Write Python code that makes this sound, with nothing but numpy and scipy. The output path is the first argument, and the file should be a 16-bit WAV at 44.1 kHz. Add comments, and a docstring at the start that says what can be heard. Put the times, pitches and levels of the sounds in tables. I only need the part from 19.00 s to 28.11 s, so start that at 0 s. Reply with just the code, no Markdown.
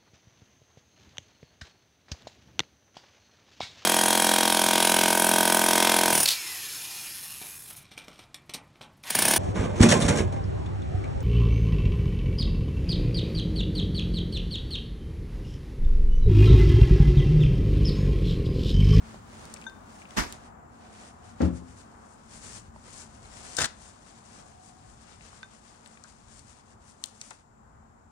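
"""Cloth and skin rustle close by in a quietly humming room; dry ticks and chopsticks on a ceramic bowl follow.
A napkin is shaken out, something heavy lands on a wooden table, and the sticks strike and scrape the bowl.
Friction is coloured noise under gesture envelopes; taps and thuds are sums of decaying tones; ticks are
short dispersed noise bursts. A phone's two microphone ports, an arm's length away, hear the treble differently."""
import sys
import numpy as np
from scipy import signal
from scipy.fft import rfft, irfft
from scipy.io import wavfile
from scipy.ndimage import uniform_filter1d

SR = 44100
rng = np.random.default_rng(int(sys.argv[2]) if len(sys.argv) > 2 else 0)


def generate_wav(sig):
    """Save sig (samples, or channels by samples) to the path in sys.argv[1] as 16-bit PCM at SR."""
    pcm = np.round(np.clip(np.atleast_2d(sig).T, -1, 1) * 32767).astype(np.int16)
    wavfile.write(sys.argv[1], SR, pcm)


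N = 401744
T = np.arange(N) / SR  # time of each sample, s
HZ = np.maximum(np.arange(N // 2 + 1) * SR / N, 1)  # frequency of each spectral bin


def amp(db):
    """Level to gain: twenty decibels are a factor of ten in pressure."""
    return 10 ** (np.asarray(db) / 20)


def over_hz(table):
    """Frequency response: (frequency, value) points joined along a logarithmic frequency axis."""
    hz, value = np.transpose(table)
    return np.interp(np.log(HZ), np.log(hz), value)


def colour(x, table):
    """Linear filtering: shape the spectrum of x by a table, then scale to rms 1."""
    y = irfft(rfft(x) * amp(over_hz(table)), N)
    return y / np.sqrt(np.mean(y ** 2))


def partly_shared(a, b, likeness):
    """Correlation: mix independent a and b into a partner of a with the given likeness and equal power."""
    return likeness * a + np.sqrt(1 - likeness * likeness) * b


def walk(rate):
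    """Slow modulation: random levels held for 1 / rate seconds and smoothed twice."""
    hold = int(SR / rate)
    steps = np.repeat(rng.standard_normal(N // hold + 1), hold)
    return 1.66 * uniform_filter1d(uniform_filter1d(steps, hold), hold)[:N]


def grit(scatter_db, likeness, lag_ms):
    """Friction noise: grains of uneven size, partly shared by the ports, the left one lag_ms late."""
    grains = np.minimum(rng.exponential(size=N // 40 + 1), 3)
    size = amp(scatter_db * uniform_filter1d(np.repeat(grains, 40)[:N], size=30))
    a, b = rng.standard_normal((2, N))
    left = np.roll(a * size, int(lag_ms * SR / 1000))
    return np.array([left, partly_shared(a, b, likeness) * size])


def gesture(t, s, length, db, grows, rise, fall):
    """Exponential envelope: rises to its start, grows while it lasts, falls after; slopes in dB per second."""
    end = s + length
    growth_db = grows * (end - np.clip(t, s, end))
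    return amp(db - growth_db - rise * np.clip(s - t, 0, 1) - fall * np.clip(t - end, 0, 1))


def together(rows, grows, rise, fall):
    """Incoherent addition: the powers of (start [s], length [s], level [dB]) gestures sum."""
    t = T[::32]
    power = sum(gesture(t, s, length, db, grows, rise, fall) ** 2 for s, length, db in rows)
    return np.interp(T, t, np.sqrt(power))


def ring(hz, db, decay, signs):
    """Modal superposition: decaying sines of a struck body, peak 1; decay in dB per second."""
    t = T[:SR // 2, None]
    y = (signs * amp(db - decay * t) * np.sin(2 * np.pi * hz * t)).sum(axis=1)
    return y / np.abs(y).max()


def add(out, s, sound, pan_db, lag_ms):
    """Level and time differences: place a hit at s; left delayed by lag_ms, right by a fixed 0.12 ms."""
    for side, sign, late in ((0, 0.91, lag_ms / 1000), (1, -1.1, 0.00012)):
        i = int((s + late) * SR)
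        out[side, i:i + len(sound)] += amp(sign * pan_db / 2) * sound[:N - i]


def room_tone():
    """Diffuse field: noise shared by the ports in the bass, opposed near 800 Hz by their spacing."""
    # likeness of the ports: (frequency [Hz], left-right correlation)
    room_likeness = [(200, 0.85), (400, 0.12), (800, -0.39), (1500, -0.07), (3000, -0.08)]
    # relative spectra of the layers: (frequency [Hz], density [dB per Hz])
    rumble_tone = [(20, -41), (35, -7.5), (64, -2.5), (107, -4), (160, -12), (220, -28), (300, -72)]
    drone_tone = [(110, -43), (170, -7), (205, -3.5), (222, 5), (245, -3), (300, -8), (450, -18.5),
                  (600, -47)]
    air_tone = [(240, -28), (400, -15), (854, -6), (1200, -9.5), (1500, -13.5), (3000, -37), (3900, -54.5),
                (6600, -120)]
    band_tone = [(600, -33), (700, 1.5), (730, 5), (790, -1.5), (850, -24), (980, -60)]
    hiss_tone = [(1500, -21), (2500, -19), (4300, -8.5), (6400, -4), (7350, 6), (8200, -7), (9300, -6),
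                 (10500, -42), (12000, -50.5)]
    # rumble, drone and air, slowly growing quieter: (level at the start [dB], fall [dB/s], flicker [dB])
    room_layers = [(-56.5, 0.6, 1.5), (-54.5, 1.26, 0.6), (-53.5, 0.92, 0.97)]
    # the bass grows fuller for a while: (start [s], length [s], rumble level [dB])
    bass_swells = [(0, 0.49, -60), (3.45, 0.25, -58), (4.0, 0.42, -63)]
    # a narrow band near 750 Hz swells now and then: (start [s], length [s], level before flicker [dB])
    band_swells = [(1.45, 1, -66), (4.35, 0.31, -63.5), (5.5, 0.27, -61.5)]
    band_rest_db, band_slope_db_per_s, hiss_db = -82.5, 65, -74.5

    a, b = rfft(rng.standard_normal((2, N)))
    likeness = np.clip(over_hz(room_likeness), -1, 1)
    noise = irfft(np.array([a, partly_shared(a, b, likeness)]), N)
    rumble, drone = colour(noise, rumble_tone), colour(noise, drone_tone)
    out = amp(hiss_db) * colour(noise, hiss_tone)
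    for (db, fall, flicker_db), layer in zip(room_layers, (rumble, drone, colour(noise, air_tone))):
        out += amp(db - fall * T + flicker_db * walk(6)) * layer
    out += together(bass_swells, 0, 90, 90) * (rumble + amp(-15) * drone)
    band = amp(band_rest_db) + together(band_swells, 0, band_slope_db_per_s, band_slope_db_per_s)
    return out + band * amp(2 * walk(6)) * colour(noise, band_tone)


def rustle():
    """Dry friction: fibres catch and let go by the thousand, in a fine and a coarse grain."""
    # relative spectra of the grains: (frequency [Hz], density [dB per Hz])
    fine_tone = [(2500, -15), (4000, -14), (5400, -7), (7300, -3), (9200, -5), (10300, -17.5),
                 (11500, -28.5), (13500, -51), (15000, -44.5)]
    coarse_tone = [(900, -6), (1600, -6.5), (2500, -10.5), (3600, -13), (4600, -13.5), (7000, -24.5),
                   (10000, -80.5)]
    crisp_tone = [(9000, -31), (11500, -2), (13500, -13), (15200, -0.5)]
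    # cloth and skin in light contact, levels before flicker and pan:
    # (start [s], length [s], fine rustle [dB], coarse rub minus fine [dB])
    contact = [(0, 1.475, -64, 1), (1.73, 1.33, -66.5, -2), (3.76, 1.43, -63, -3),
               (5.1, 2.505, -64.5, -2.5), (7.82, 0.59, -66.5, -3)]
    # strokes of cloth and skin sliding, levels at their end before flicker and pan:
    # (start [s], length [s], fine rustle [dB], coarse rub minus fine [dB])
    strokes = [(.05, 0.14, -62, 5.5), (.33, 0.19, -54, 2), (.55, 0.093, -55, -3.5), (.9, 0.12, -56.5, -3),
               (1.1, 0.24, -52, -0.5), (1.82, 0.082, -65, 7.5), (1.93, 0.16, -55, -0.5),
               (2.25, 0.067, -58, -2), (2.43, 0.024, -52.5, 4.5), (2.57, 0.0063, -53, -8),
               (2.68, 0.033, -59.5, -3), (2.78, 0.017, -54.5, -6), (3.06, 0.082, -60, -20),
               (3.2, 0.12, -62.5, -1), (3.33, 0.046, -47.5, -10), (3.43, 0.14, -44, -10.5),
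               (3.64, 0.035, -63.5, 0), (3.86, 0.027, -51.5, -6), (3.93, 0.09, -46.5, -13),
               (4.11, 0.048, -60.5, -5), (4.23, 0.1, -54.5, -3), (4.37, 0.22, -45, -6),
               (4.82, 0.084, -52.5, -6.5), (5.07, 0.013, -60.5, -1), (5.26, 0.14, -55, -3.5),
               (5.465, 0.02, -59.5, -14), (5.64, 0.05, -56.5, -27), (5.89, 0.041, -60.5, -26),
               (6.015, 0.017, -59, -4), (6.08, 0.069, -60.5, 2.5), (6.22, 0.16, -57.5, 1.5),
               (6.53, 0.012, -60.5, 0), (6.65, 0.066, -60.5, -2), (6.855, 0.03, -62, -2),
               (6.92, 0.03, -61, -6), (7.09, 0.013, -59, -3), (7.32, 0.084, -54.5, -12),
               (7.49, 0.026, -58.5, -5.5), (7.66, 0.06, -65, -3.5), (7.88, 0.027, -57, -22),
               (8.055, 0.029, -53, -21), (8.15, 0.023, -60, -19), (8.228, 0.049, -48.5, -13),
               (8.315, 0.025, -62, -4)]
    # place of the rustle, before the ports' own difference: (time [s], left minus right [dB])
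    rustle_pan = [(0, -8.5), (.8, -9), (2.2, -7), (3, -4), (5.7, -1.4), (7.5, 1.5), (8.2, -4)]
    grows, rise, fall = 17, 278, 297  # dB per second
    crisp_until_s, crisp_db = 1.2, -77.5  # the napkin rustles crisply while it is handled

    def level(coarse):
        """Power sum of contact and strokes, for the fine (0) or coarse (1) grain."""
        gains = []
        for rows, growth in ((contact, 0), (strokes, grows)):
            moves = [(s, length, db + coarse * rub_db) for s, length, db, rub_db in rows]
            gains.append(together(moves, growth, rise, fall))
        return np.hypot(*gains)

    noise = grit(scatter_db=2.0, likeness=0.2, lag_ms=.2)
    cloth = level(0) * colour(noise, fine_tone)
    cloth += level(1) * amp(walk(14)) * colour(noise, coarse_tone)
    cloth += together([(0, crisp_until_s, crisp_db)], 0, rise, fall) * colour(noise, crisp_tone)
    pan_db = np.interp(T, *np.transpose(rustle_pan))
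    flicker_db = 0.9 * walk(25)  # all grains flicker together
    return cloth * amp(flicker_db + np.array([pan_db, -pan_db]) / 2)


def napkin():
    """Broadband impulse noise: a crackling flap from the right with a push of air below."""
    # relative spectrum of the flap: (frequency [Hz], density [dB per Hz])
    napkin_colour = [(30, -3.5), (70, -1), (120, -9), (220, -1), (500, -11.5), (1100, -7), (1900, -8),
                     (2900, -16.5), (5800, -13.5), (9500, -24.5), (13500, -36), (15300, -38)]
    start_s, hold_s, rise_db_per_s = 1.172, 0.026, 3000
    flap = colour(grit(scatter_db=2.0, likeness=0.29, lag_ms=.42), napkin_colour)
    snap = gesture(T, start_s, hold_s, -25.5, 0, rise_db_per_s, 338)
    flutter = gesture(T, start_s, hold_s, -35.5, 0, rise_db_per_s, 155)  # loose cloth settles more slowly
    return flap * (snap + flutter) * amp(np.array([[-2.5], [2.5]]))


def thuds():
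    """Modal excitation: a heavy thing lands and rocks, the table rings low and unevenly, wood cracks above."""
    # blows on the table top, levels before contact smoothing and bass cut:
    # (time [s], ring peak [dB], push [ms], crack level [dB], crack t60 [s])
    blows = [(2.404, -10.5, 0.6, -27.5, 0.14), (2.409, -9.5, 1.45, -32.5, 0.11),
             (2.426, -8.5, 1.15, -36, 0.23), (2.469, -17, 2.42, -46, 0.44), (2.62, -35.5, 1.6, -62, 0.18)]
    # modes of the table top: (frequency [Hz], relative level [dB], t60 before throbbing [s])
    table_modes = [(120.3, -21, 0.42), (162, -15, 0.34), (175, -10, 0.44), (218, -20, 0.25),
                   (255.4, -2, 0.3), (296.3, -3.5, 0.18), (315, -15, 0.2), (331, -13.5, 0.3),
                   (356.4, -18, 0.27), (412, -21, 0.18), (453, -17, 0.26), (546.4, -13.5, 0.25),
                   (735, -31, 0.21), (825, -17, 0.19), (1380, -12, 0.16)]
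    # relative spectrum of cracking wood: (frequency [Hz], density [dB per Hz])
    crack_tone = [(60, -27), (110, 2), (250, 5.5), (500, 5), (900, -5), (1400, -7), (2500, -20.5),
                  (5000, -29), (12000, -52)]
    boom_s, boom_db, boom_hz, boom_t60_s = 2.41, -18, (71.5, 82.8), 0.37
    throb_db = 3

    out = np.zeros((2, N))
    hz, mode_db, t60 = np.transpose(table_modes)
    # the floor answers with two close modes that start opposed, so the boom swells late and beats
    boom = ring(np.array(boom_hz), 0, 60 / boom_t60_s, np.array([1, -1]))
    add(out, boom_s, amp(boom_db) * boom, 2.5, 0)
    crack = colour(grit(scatter_db=3.5, likeness=0.79, lag_ms=0), crack_tone)
    # things rattling on the top make each mode throb in its own way once the load has landed
    onset = np.clip((T[:SR, None] - .03) * 30, 0, 1)
    throb = amp(throb_db * np.transpose([walk(30)[:SR] for _ in hz]) * onset)
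    for k, (s, db, push_ms, crack_db, crack_t60) in enumerate(blows):
        push = np.hanning(int(push_ms * SR / 1000) + 3)  # a soft contact pushes longer and dulls the ring
        # each landing point moves the modes differently
        signs = np.cos(np.pi * (k + 1) * (np.arange(len(hz)) + 1) / 1.3)
        since = max(int((s - blows[0][0]) * SR), 0)
        body = ring(hz, mode_db, 60 / t60, signs * throb[since:since + SR // 2])
        add(out, s, amp(db) * np.convolve(body, push / push.sum()), 2.5, -.5)
        crack_decay = amp(crack_db - 60 * np.clip(T - s, 0, 1) / crack_t60)
        out += crack * np.clip((T - s) / 0.0012, 0, 1) * crack_decay
    # the whole thud, boom included, has little below 67 Hz
    return signal.sosfilt(signal.butter(4, 67., "high", fs=SR, output="sos"), out)


def scrape():
    """Stick-slip of wood on glaze: the damped bowl colours it, the table carries its lows to the right port."""
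    # relative spectra at the two ports: (frequency [Hz], density [dB per Hz])
    scrape_left = [(150, -1.5), (300, -4.5), (754, -4.5), (1100, -3.5), (1560, 6), (2300, -7.5),
                   (3400, -4.5), (7000, -0.5), (9500, -6.5), (12000, -41), (13500, -19), (15000, -42)]
    scrape_right = [(150, -2), (300, -8.5), (754, 1), (1100, -7.5), (1560, -1), (2300, -10.5), (3400, 1),
                    (5500, -5.5), (9000, -9), (12000, -30), (13500, -47), (15000, -26)]
    # the sticks catch and jump while they skid: (time [s], level before the port gains [dB])
    slips = [(4.587, -25), (4.596, -43), (4.606, -30.5), (4.616, -25.5), (4.624, -26.5), (4.645, -26.5),
             (4.657, -31.5)]
    noise = grit(scatter_db=2.5, likeness=0.58, lag_ms=-.1)
    left = colour(noise[0], scrape_left) * amp(4.0)
    right = colour(noise[1], scrape_right) * amp(6.5)
    skid = gesture(T, 4.584, 0.0727, -35, 0, 1200, 1802)
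    jumps = together([(s, 0, db) for s, db in slips], 0, 3999, 1500.5)
    return np.array([left, right]) * np.hypot(skid, jumps)


def dry_ticks():
    """Impact transient: one sharp contact and a dying noise burst, dispersed so the treble arrives first."""
    # levels and pans before the treble colour:
    # (time [s], peak [dB], centre [Hz], half-width at -12 dB [octaves], t60 [s], left minus right [dB])
    ticks = [(0.144, -35, 493, 1.77, 0.017, -7), (.453, -35.5, 6030, 1.5, 0.012, -10),
             (.539, -26, 7600, 0.84, 0.017, -2), (0.563, -42, 2280, 0.49, 0.014, 4.5),
             (.571, -42, 4500, 0.98, .01, -4), (.614, -36.5, 2960, 2.4, 0.021, -5),
             (0.623, -43, 2480, .4, .012, 3), (0.641, -43, 2400, 0.76, .01, 9),
             (.697, -41, 3000, 1.7, 0.012, -4), (1.018, -43, 2350, 0.46, 0.035, 4),
             (1.054, -42.5, 2520, 0.44, 0.024, 0), (1.107, -40.5, 2580, 1.8, 0.012, 10),
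             (1.324, -28, 6270, 2.1, 0.02, -9), (2.418, -37, 4750, 0.98, 0.029, 7),
             (4.550, -37, 7000, 0.45, .012, 2), (4.567, -20, 6400, 0.93, 0.033, 2.5),
             (3.761, -42, 810, 1, 0.019, -7), (6.209, -43.5, 2300, 0.83, 0.012, 3),
             (6.330, -43, 1190, 0.32, 0.018, -2), (6.430, -35, 1890, 1.1, 0.01, 2),
             (6.860, -39.5, 2480, 2.3, 0.014, 2.5), (6.874, -42, 8550, 0.32, 0.011, 3),
             (6.973, -44, 2200, 0.78, 0.011, 1), (7.038, -40.5, 5770, 0.79, 0.012, 6),
             (7.044, -43.5, 1400, 0.51, 0.07, 2.5), (7.393, -40, 6460, 1.1, 0.011, 1),
             (8.039, -19.5, 5260, 1.5, 0.0089, 4), (8.058, -35, 8000, 0.6, .01, 0),
             (8.213, -25, 6370, 0.62, 0.02, -9.5), (8.214, -36, 2860, 0.74, 0.019, -5),
             (8.306, -35, 7000, 0.73, 0.02, 0), (8.309, -37.5, 1000, 1.75, 0.061, 5)]
    snap = 6  # first contact, relative to the rms of the burst
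    spread_s = 0.0004  # extra delay for each octave below the centre
    size, lead = 2048, 256  # samples; lead leaves room ahead of the tick
    out, t = np.zeros((2, N)), T[:size]
    bins_hz = np.arange(1, size // 2 + 2) * SR / size
    for s, db, centre_hz, width, t60, pan_db in ticks:
        knock = rng.standard_normal(size) * amp(-60 * t / t60) + snap * (t == 0)
        octave = np.log2(bins_hz / centre_hz)
        late = lead / SR + 1 / 1000 + spread_s * np.clip(-octave, -1, 2)
        # phase is the running sum of group delay over frequency
        delay = np.exp(-2j * np.pi * np.cumsum(late) * SR / size)
        tick = irfft(rfft(knock) * delay / (1 + (octave / width) ** 2) ** 2)
        add(out, s - lead / SR, amp(db) * tick / np.abs(tick).max(), pan_db, -.1)
    return out


def bowl_taps():
    """Damped vibration: sticks strike the bowl, and a hand on it chokes the low tones first."""
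    # sticks on the bowl, levels before the soft onset and the treble colour:
    # (time [s], peak [dB], damping by the hand at 1500 Hz [dB/s], hardness [dB per octave], left minus right [dB])
    taps = [(0.665, -29, 15, 0.5, 3), (4.584, -24.5, 600, 0.5, 5), (6.429, -32.5, 900, -2, -7)]
    # modes heard under the taps; the lowest, 910 Hz, is a short low knock at the first tap:
    # (frequency [Hz], relative level [dB], t60 without the hand [s])
    tap_modes = [(910, -1.5, 0.06), (1550, 4, 0.063), (1556, -8, 0.27), (3615, -4, 0.077),
                 (3610, -17, 0.27), (6210, -11.5, 0.085)]
    rise_s = 0.003
    out = np.zeros((2, N))
    hz, mode_db, t60 = np.transpose(tap_modes)
    for s, db, grip, hard_db, pan_db in taps:
        struck_db = mode_db + hard_db * np.log2(hz / 1500)
        body = ring(hz, struck_db, 60 / t60 + grip * (1500 / hz) ** 3, 1)
        add(out, s, amp(db) * body * np.minimum(T[:len(body)] / rise_s, 1), pan_db, .1)
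    return out


def clinks():
    """Spectral shaping: treble colour of the taps and ticks, with dips near 10.5 and 13.5 kHz."""
    # treble colour, constant beyond its ends: (frequency [Hz], gain [dB])
    treble_colour = [(9000, 3.5), (10500, -11.5), (12000, -1), (13500, -22), (15000, -3.5)]
    return irfft(rfft(dry_ticks() + bowl_taps()) * amp(over_hz(treble_colour)), N)


def wall_echo(near):
    """Late reverberation: convolution with decaying noise, dulled by a one-pole low-pass."""
    echo_db, echo_t60_s = -19, 0.32
    t = T[:SR // 2]
    walls = rng.standard_normal((2, len(t))) * amp(-60 * t / echo_t60_s) * (t > .004)
    walls = signal.lfilter([1], [1, -.6], walls)
    walls /= np.sqrt((walls ** 2).sum(axis=1, keepdims=True))
    return amp(echo_db) * signal.fftconvolve(near, walls, axes=1)[:, :N]


def hear_at_ports(sound):
    """Directional response: the ports split each frequency unequally at constant total gain power."""
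    # difference of the ports: (frequency [Hz], left minus right [dB])
    port_difference = [(60, 2), (150, 2.5), (500, -1), (900, 4.5), (2500, 6), (3800, 10), (5600, 16),
                       (8000, 15), (11500, 0)]
    port_db = over_hz(port_difference)
    left = np.sqrt(2 / (1 + amp(-2 * port_db)))
    return irfft(rfft(sound) * np.array([left, left * amp(-port_db)]), N)


def scene():
    """Superposition: room tone and rustle stay dry, while the other near sounds also excite the walls."""
    background = room_tone() + rustle()
    near = napkin() + thuds() + scrape() + clinks()
    return hear_at_ports(background + near + wall_echo(near))


def record(dry):
    """Band limiting: the phone drops the deepest bass and cuts the top."""
    dry = signal.sosfilt(signal.butter(2, 28., "high", fs=SR, output="sos"), dry)
    return signal.sosfilt(signal.ellip(10, .2, 70, 15800, fs=SR, output="sos"), dry)


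dry = scene()
out = record(dry)
generate_wav(out)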